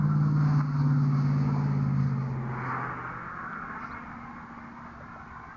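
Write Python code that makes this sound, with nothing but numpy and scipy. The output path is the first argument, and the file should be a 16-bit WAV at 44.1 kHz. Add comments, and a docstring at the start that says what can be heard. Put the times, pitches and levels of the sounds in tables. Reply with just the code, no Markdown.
"""A lawn by a country road, on a breezy day. A V8 pickup drives past.
Its exhaust drones, sinks in pitch (Doppler and the engine easing) and fades; the pipe rasps.
Tyre tread roars and whines, swelling at the pass and lingering; an echo sweeps a comb through the truck.
Behind it: thin hiss, wind on the microphone, faint knocks, a small bird.
Early on, one gust swells the rushing sounds and the whole level dips briefly."""
import sys
import numpy as np
from scipy import signal
from scipy.fft import rfft, irfft
from scipy.io import wavfile

SR = 44100
rng = np.random.default_rng(int(sys.argv[2]) if len(sys.argv) > 2 else 0)


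def file_out(sig):
    """Save sig as 16-bit WAV at sys.argv[1]."""
    # one column per channel
    cols = np.atleast_2d(sig).T
    # limit, then scale
    lim = np.clip(cols, -1, 1)
    pcm = np.round(lim * 32767).astype(np.int16)
    wavfile.write(sys.argv[1], SR, pcm)


N = 245337
TIME_S = np.arange(N) / SR

CYLINDERS, FIRING_HZ, SAG_HZ_PER_S, PASS_FALL_SHARE = 8, 132.7, 1.356, 0.1115
ABREAST_S, PASSING_S = 2.28, 1.25  # PASSING_S: distance to the road / speed

# Strongest exhaust harmonics, firing note first: (order [multiple of engine cycle rate])
LEAD_ORDERS = (8, 11, 14, 16)
# Directivity per lead order: (coming [dB], abreast [dB], going [dB])
LEAD_FACING_DB = [(0.2, 3.5, -6), (-8, -9.5, -3), (-11, -9.5, -3.5), (-20, -17.5, 4.5)]
# Side orders from uneven firing: (order [-], lead order [-])
SIDE_PAIRS = [(5, 11), (6, 8), (7, 8), (9, 8), (12, 11), (13, 14), (15, 14), (17, 16), (18, 16), (19, 16)]
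# Strength per side order: (level re lead [dB])
SIDE_RE_LEAD_DB = [-11.5, -28.5, -16, -21.5, -10.5, -4.5, -9.5, -12.5, -14, -16]
# Small wavers in engine pitch: (time [s], firing rate change [Hz])
PITCH_WAVER_HZ = [(0, 0.026), (.35, 1.035), (.65, -1), (1.25, -1.5), (1.65, 1.5), (2.5, -.6), (2.85, 1.5),
                  (3.15, -.6), (4, .6)]
# Pipe resonances: (frequency [Hz], gain [dB])
PIPE_GAIN_DB = [(300, 2), (370, 3), (430, 3.5), (560, -3.5), (680, -6), (880, 2.5), (1000, -1), (1400, -24)]
# Tread envelopes: (time [s], roar [dB], sizzle [dB])
TYRE_LEVELS_DB = [(0, -39, -61), (.3, -45.5, -62), (.85, -44.5, -62), (1.3, -43, -52), (2.35, -47.5, -57.5),
                  (2.65, -35.5, -47), (2.85, -33.5, -47), (3.03, -39.5, -51), (3.24, -39.5, -54),
                  (3.46, -36.5, -57.5), (3.98, -41.5, -51.5), (4.2, -45.5, -56), (5.56, -45, -59)]
# Envelopes: (time [s], level [dB])
DRONE_LEVEL_DB = [(0, -29), (1, -30), (2.05, -30.5), (2.25, -37.5), (2.6, -42.5), (3.3, -53), (4.2, -55.5),
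                  (5.1, -55), (5.56, -58)]
RUSH_LEVEL_DB = [(0, -44.5), (1.05, -48), (1.55, -42.5), (2.1, -53), (2.75, -44.5), (3.25, -51.5),
                 (5.56, -59.5)]
HISS_LEVEL_DB = [(0.2, -67.5), (.75, -62), (1.45, -60.5), (2.3, -68), (2.4, -73.5), (2.72, -67.5),
                 (3.05, -74)]
WIND_LEVEL_DB = [(0, -50), (.55, -43), (.75, -44), (1.3, -53), (1.8, -49), (2.6, -48), (3.3, -53.5),
                 (4.5, -51.5), (5.55, -54)]
# Noise spectra: (frequency [Hz], relative density [dB])
ROAR_COMING_DB = [(450, -39), (620, -9.5), (780, -4), (950, 1), (1180, 4), (1410, 2), (1700, -10),
                  (1900, -21), (2470, -46), (4000, -110)]
ROAR_ABREAST_DB = [(450, -40.5), (660, -24), (790, -5.5), (950, -5), (1180, -2), (1380, 0), (1540, -4.5),
                   (1900, -14.5), (2470, -54.5), (4000, -110)]
ROAR_GOING_DB = [(450, -32), (640, -19), (780, -12), (930, -14.5), (1080, -6.5), (1330, 1), (1630, -6.5),
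                 (1900, -17), (2470, -39), (4000, -110)]
ROAR_FAR_DB = [(450, -42), (620, -14.5), (810, -3), (940, -3.5), (1080, -2.5), (1420, -3), (1740, -9.5),
               (1900, -22.5), (2470, -52), (4000, -110)]
SIZZLE_SPECTRUM_DB = [(1500, -18), (1800, 1.5), (2000, -1.5), (2160, 1.5), (2380, -6.5), (2600, -14.5),
                      (3000, -20.5), (3600, -38.5), (4500, -59.5)]
RUSH_SPECTRUM_DB = [(60, -24.5), (110, 1.5), (200, 3.5), (310, 4.5), (430, -2), (520, -1.5), (630, -7.5),
                    (760, -7), (1000, -37.5)]
HISS_SPECTRUM_DB = [(2500, -20.5), (3200, -18.5), (3950, -6.5), (4300, 3.5), (4750, 1.5), (5600, -6),
                    (6600, -7), (7300, -26.5)]
AIR_SPECTRUM_DB = [(300, -1), (2500, -5.5), (3200, -1), (4500, 0), (5500, -3), (6800, -5.5), (7400, -12.5)]
WIND_SPECTRUM_DB = [(10, -18), (25, -2), (45, -9), (70, 0.5), (100, -4.5), (160, 0), (300, -21.5),
                    (600, -62)]
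# Knocks and ticks: (time [s], level [dB], pitch [Hz], width [Hz], 60 dB decay [s])
KNOCK_EVENTS = [(.603, -30, 1246, 700, 0.07), (1.563, -31.5, 892, 395, 0.054),
                (3.532, -51, 2950, 785, 0.014), (5.006, -40.5, 536, 130, .08),
                (5.158, -39.5, 640, 276, 0.061)]
# Bird: (start [s], length [s], first pitch [Hz], last pitch [Hz], spread [Hz], level [dB])
BIRD_CHIRPS = [(0.764, 0.071, 4370, 4310, 360, -57), (3.779, 0.16, 5020, 4770, 643, -68),
               (3.905, .035, 3730, 4570, 111, -62.5), (4.868, .12, 4700, 4400, 298, -79)]


def exhaust(cycles, level_db=-0.5, firing_shake=0.076, other_shake=0.15, shake_hz=9,
            slip_cycles=0.25, slip_hz=1.1):
    """Clean firing note among shakier orders; side orders slip against their lead: an uneven throb."""
    levels_db = {order: order_db(order, *facing) for order, facing in zip(LEAD_ORDERS, LEAD_FACING_DB)}
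    phases = dict(zip(LEAD_ORDERS, rng.random(len(LEAD_ORDERS))))
    for (order, lead), db in zip(SIDE_PAIRS, SIDE_RE_LEAD_DB):
        levels_db[order] = levels_db[lead] + db
        phases[order] = phases[lead] + slip_cycles * waver(slip_hz)
    out = np.zeros(N)
    for order, db in levels_db.items():
        shake = firing_shake if order == CYLINDERS else other_shake
        angle = 2 * np.pi * (order * cycles + phases[order])
        tone = (1 + shake * waver(shake_hz)) * np.cos(angle) + shake * waver(shake_hz) * np.sin(angle)
        out += np.sqrt(2) * gain(db + level_db) * tone
    return out


def order_db(order, coming_db, abreast_db, going_db, echo_share=0.78):
    """Level of one order: shifts from front to rear, swells and cancels against its echo."""
    hz = firing_hz() * order / CYLINDERS
    comb = abs(1 + echo_share * np.exp(-2j * np.pi * hz * echo_lag_s()))
    facing_db = np.interp(bearing(), [-1, 0, 1], [coming_db, abreast_db, going_db])
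    return curves(DRONE_LEVEL_DB)[0] + facing_db + 20 * np.log10(comb)


def firing_hz():
    """Firing rate as heard: falls through the pass (Doppler and the engine easing), sags, wavers."""
    pass_fall = 1 - PASS_FALL_SHARE * bearing()
    return FIRING_HZ * pass_fall - SAG_HZ_PER_S * (TIME_S - ABREAST_S) + curves(PITCH_WAVER_HZ)[0]


def bearing():
    """Sine of the truck's bearing: -1 coming, 0 abreast, 1 going."""
    along = (TIME_S - ABREAST_S) / PASSING_S
    return along / np.hypot(1, along)


def pipe_rasp(cycles, near_db=3, far_db=-8, nearest_s=2.3, spread_s=0.77):
    """High orders ring in the pipe while the truck is near, each swelling and fading."""
    coarse_s = TIME_S[::512]
    cycle_hz = np.gradient(cycles)[::512] * SR
    out = np.zeros(N)
    for order in range(20, 76):
        fade_hz = rng.uniform(0.45, 1.644)
        fading = 1 + np.sin(2 * np.pi * (fade_hz * coarse_s + rng.random()))
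        resonance = gain(spectrum_db(PIPE_GAIN_DB, order * cycle_hz))
        envelope = np.interp(TIME_S, coarse_s, fading * resonance)
        out += envelope * np.cos(2 * np.pi * (order * cycles + rng.random()))
    nearness = 1 / (1 + ((TIME_S - nearest_s) / spread_s) ** 2)
    return gain(curves(RUSH_LEVEL_DB)[0] + far_db + (near_db - far_db) * nearness) * evened(out)


def gas_rush(cycles, level_db=-2, throb_depth=0.29, gust_db=2):
    """Low gas and body noise, throbbing once per engine cycle."""
    envelope = gain(curves(RUSH_LEVEL_DB)[0] + level_db + gust_db * gust())
    throb = 1 + throb_depth * np.cos(2 * np.pi * cycles)
    return envelope * throb * noise(RUSH_SPECTRUM_DB)


def tyres(cycles, level_db=-1.5, whine_db=-10, overtone_db=-6, flutter_db=1, flutter_hz=14,
          gust_roar_db=7, gust_sizzle_db=9):
    """Tread roar changes colour through the pass; the whine is brighter from behind."""
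    stages_s = [1.6, 2.7, 2.95, 3.3, 3.6, 4.3]
    crossfades = [(ROAR_COMING_DB, (1, 0, 0, 0, 0, 0)), (ROAR_ABREAST_DB, (0, 1, 1, 0, 0, 0)),
                  (ROAR_GOING_DB, (0, 0, 0, 1, 1, 0)), (ROAR_FAR_DB, (0, 0, 0, 0, 0, 1))]
    roar = sum(np.sqrt(np.interp(TIME_S, stages_s, power)) * noise(spectrum)
               for spectrum, power in crossfades)
    roar = turbulence(roar + gain(whine_db) * tread_whine(cycles, harmonic=1))
    overtone_gain = gain(overtone_db) * np.interp(TIME_S, [2.9, 3.5, 4.1, 4.8], [0.21, 1, 1, 0.016])
    sizzle = turbulence(noise(SIZZLE_SPECTRUM_DB) + overtone_gain * tread_whine(cycles, harmonic=2))
    roar_db, sizzle_db = curves(TYRE_LEVELS_DB)
    roar *= gain(roar_db + gust_roar_db * gust())
    sizzle *= gain(sizzle_db + gust_sizzle_db * gust())
    return (roar + sizzle) * gain(level_db + flutter_db * waver(flutter_hz))


def tread_whine(cycles, harmonic, blocks_per_cycle=72.7, width_hz=35):
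    """Fuzzy tone of the tread blocks, locked to the engine's falling pitch."""
    angle = 2 * np.pi * harmonic * blocks_per_cycle * cycles
    return evened(waver(width_hz) * np.cos(angle) + waver(width_hz) * np.sin(angle))


def with_echo(x, share):
    """One reflection off the surroundings: a slowly sweeping comb."""
    echo = np.interp(TIME_S - echo_lag_s(), TIME_S, x)
    return (x + share * echo) / np.hypot(1, share)


def echo_lag_s(longest_s=0.0095, peak_at_s=1.99, grow_s=1.48, shrink_s=0.99):
    """The lag grows as the truck nears, shrinks as it leaves."""
    since_s = TIME_S - peak_at_s
    return longest_s / np.hypot(1, since_s / np.where(since_s < 0, grow_s, shrink_s))


def turbulence(x, depth_db=1.68):
    """Turbulent air briefly lifts and drops patches of the spectrum."""
    bins = signal.stft(x, nperseg=1024)[2]
    patch_shape = np.outer(np.hanning(9), np.hanning(15))
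    patches = signal.fftconvolve(rng.standard_normal(bins.shape), patch_shape, "same")
    bins *= gain(depth_db * evened(patches))
    return evened(signal.istft(bins, nperseg=1024)[1][:N])


def gust(start_s=0.27, attack_s=0.19, hold_s=0.31, release_s=0.088):
    """Strength of the one gust, 0 to 1."""
    return np.interp(TIME_S, np.cumsum([start_s, attack_s, hold_s, release_s]), [0, 1, 1, 0])


def hiss(cycles, air_db=-71, pulse_depth=0.048, threshold_db=-72, flicker_db=1.8, flicker_hz=7, gust_db=6):
    """Flickering high hiss, pulsed by the firing, sinking into steady air noise."""
    power = gain(curves(HISS_LEVEL_DB)[0] + gust_db * gust()) ** 2
    envelope = np.sqrt(np.maximum(power - gain(threshold_db) ** 2, 0))
    pulse = 1 + pulse_depth * np.cos(2 * np.pi * CYLINDERS * cycles)
    flicker = gain(flicker_db * waver(flicker_hz))
    return envelope * pulse * flicker * noise(HISS_SPECTRUM_DB) + gain(air_db) * noise(AIR_SPECTRUM_DB)


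def wind(lumps_db=2, lumps_hz=7):
    """Lumpy low rumble of air at the microphone."""
    return gain(curves(WIND_LEVEL_DB)[0] + lumps_db * waver(lumps_hz)) * noise(WIND_SPECTRUM_DB)


def knocks(attack_s=0.0004):
    """Short dying bursts, each in one broad resonance."""
    out = np.zeros(N)
    for start_s, db, hz, width_hz, t60_s in KNOCK_EVENTS:
        age_s = np.maximum(TIME_S - start_s, 0)
        ring = sine(hz + width_hz / 2 * waver(width_hz))
        out += gain(db - 60 * age_s / t60_s) * (1 - np.exp(-age_s / attack_s)) * ring
    return out


def bird(roughness_hz=400):
    """Distant chirps: one arch of level each, on a raspy pitch glide."""
    out = np.zeros(N)
    for start_s, length_s, first_hz, last_hz, spread_hz, db in BIRD_CHIRPS:
        progress = np.clip((TIME_S - start_s) / length_s, 0, 1)
        hz = first_hz + (last_hz - first_hz) * progress + spread_hz * waver(roughness_hz)
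        out += np.sqrt(2) * gain(db) * np.sin(np.pi * progress) * sine(hz)
    return out


def level_dip(start_s=0.615, fall_s=0.0033, hold_s=0.11, recover_s=0.11,
              before_db=0.5, dip_db=-5.5, after_db=1):
    """Gain curve: the level dips briefly."""
    corners_s = np.cumsum([start_s, fall_s, hold_s, recover_s])
    return gain(np.interp(TIME_S, corners_s, [before_db, dip_db, dip_db, after_db]))


def gain(db):
    """Decibels to amplitude."""
    return 10 ** (np.asarray(db) / 20)


def evened(x):
    """Scaled to rms 1."""
    return x / np.sqrt(np.mean(x ** 2) + 1e-20)


def sine(hz):
    """Tone of varying pitch."""
    return np.sin(2 * np.pi * np.cumsum(hz) / SR)


def curves(rows):
    """Table columns interpolated over time."""
    times_s, *columns = np.transpose(rows)
    return [np.interp(TIME_S, times_s, column) for column in columns]


def spectrum_db(points, hz):
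    """Spectrum interpolated over log frequency."""
    points_hz, db = np.transpose(points)
    return np.interp(np.log(hz + 1), np.log(points_hz), db)


def waver(rate_hz):
    """Random motion, rms 1, low-passed at rate_hz."""
    hz = np.fft.rfftfreq(N, 1 / SR)
    return evened(irfft(rfft(rng.standard_normal(N)) / (1 + (hz / rate_hz) ** 4), N))


def noise(spectrum):
    """Steady shaped noise, rms 1."""
    hz = np.fft.rfftfreq(N, 1 / SR)
    return evened(irfft(rfft(rng.standard_normal(N)) * gain(spectrum_db(spectrum, hz)), N))


def scene():
    """Truck and background, mono; the echo is stronger for the low sounds."""
    cycles = np.cumsum(firing_hz()) / SR / CYLINDERS  # each cylinder fires once per cycle
    truck = exhaust(cycles)
    truck += with_echo(pipe_rasp(cycles) + gas_rush(cycles), share=0.33)
    truck += with_echo(tyres(cycles), share=0.29)
    return (truck + hiss(cycles) + wind() + knocks() + bird())[None]


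def record(dry):
    """Level dip, then band limit."""
    edge_hz = 7250
    lowpass = signal.firwin(511, edge_hz, window=("kaiser", 9), fs=SR)
    return signal.oaconvolve(dry * level_dip(), lowpass[None], "same")


dry = scene()
out = record(dry)
file_out(out)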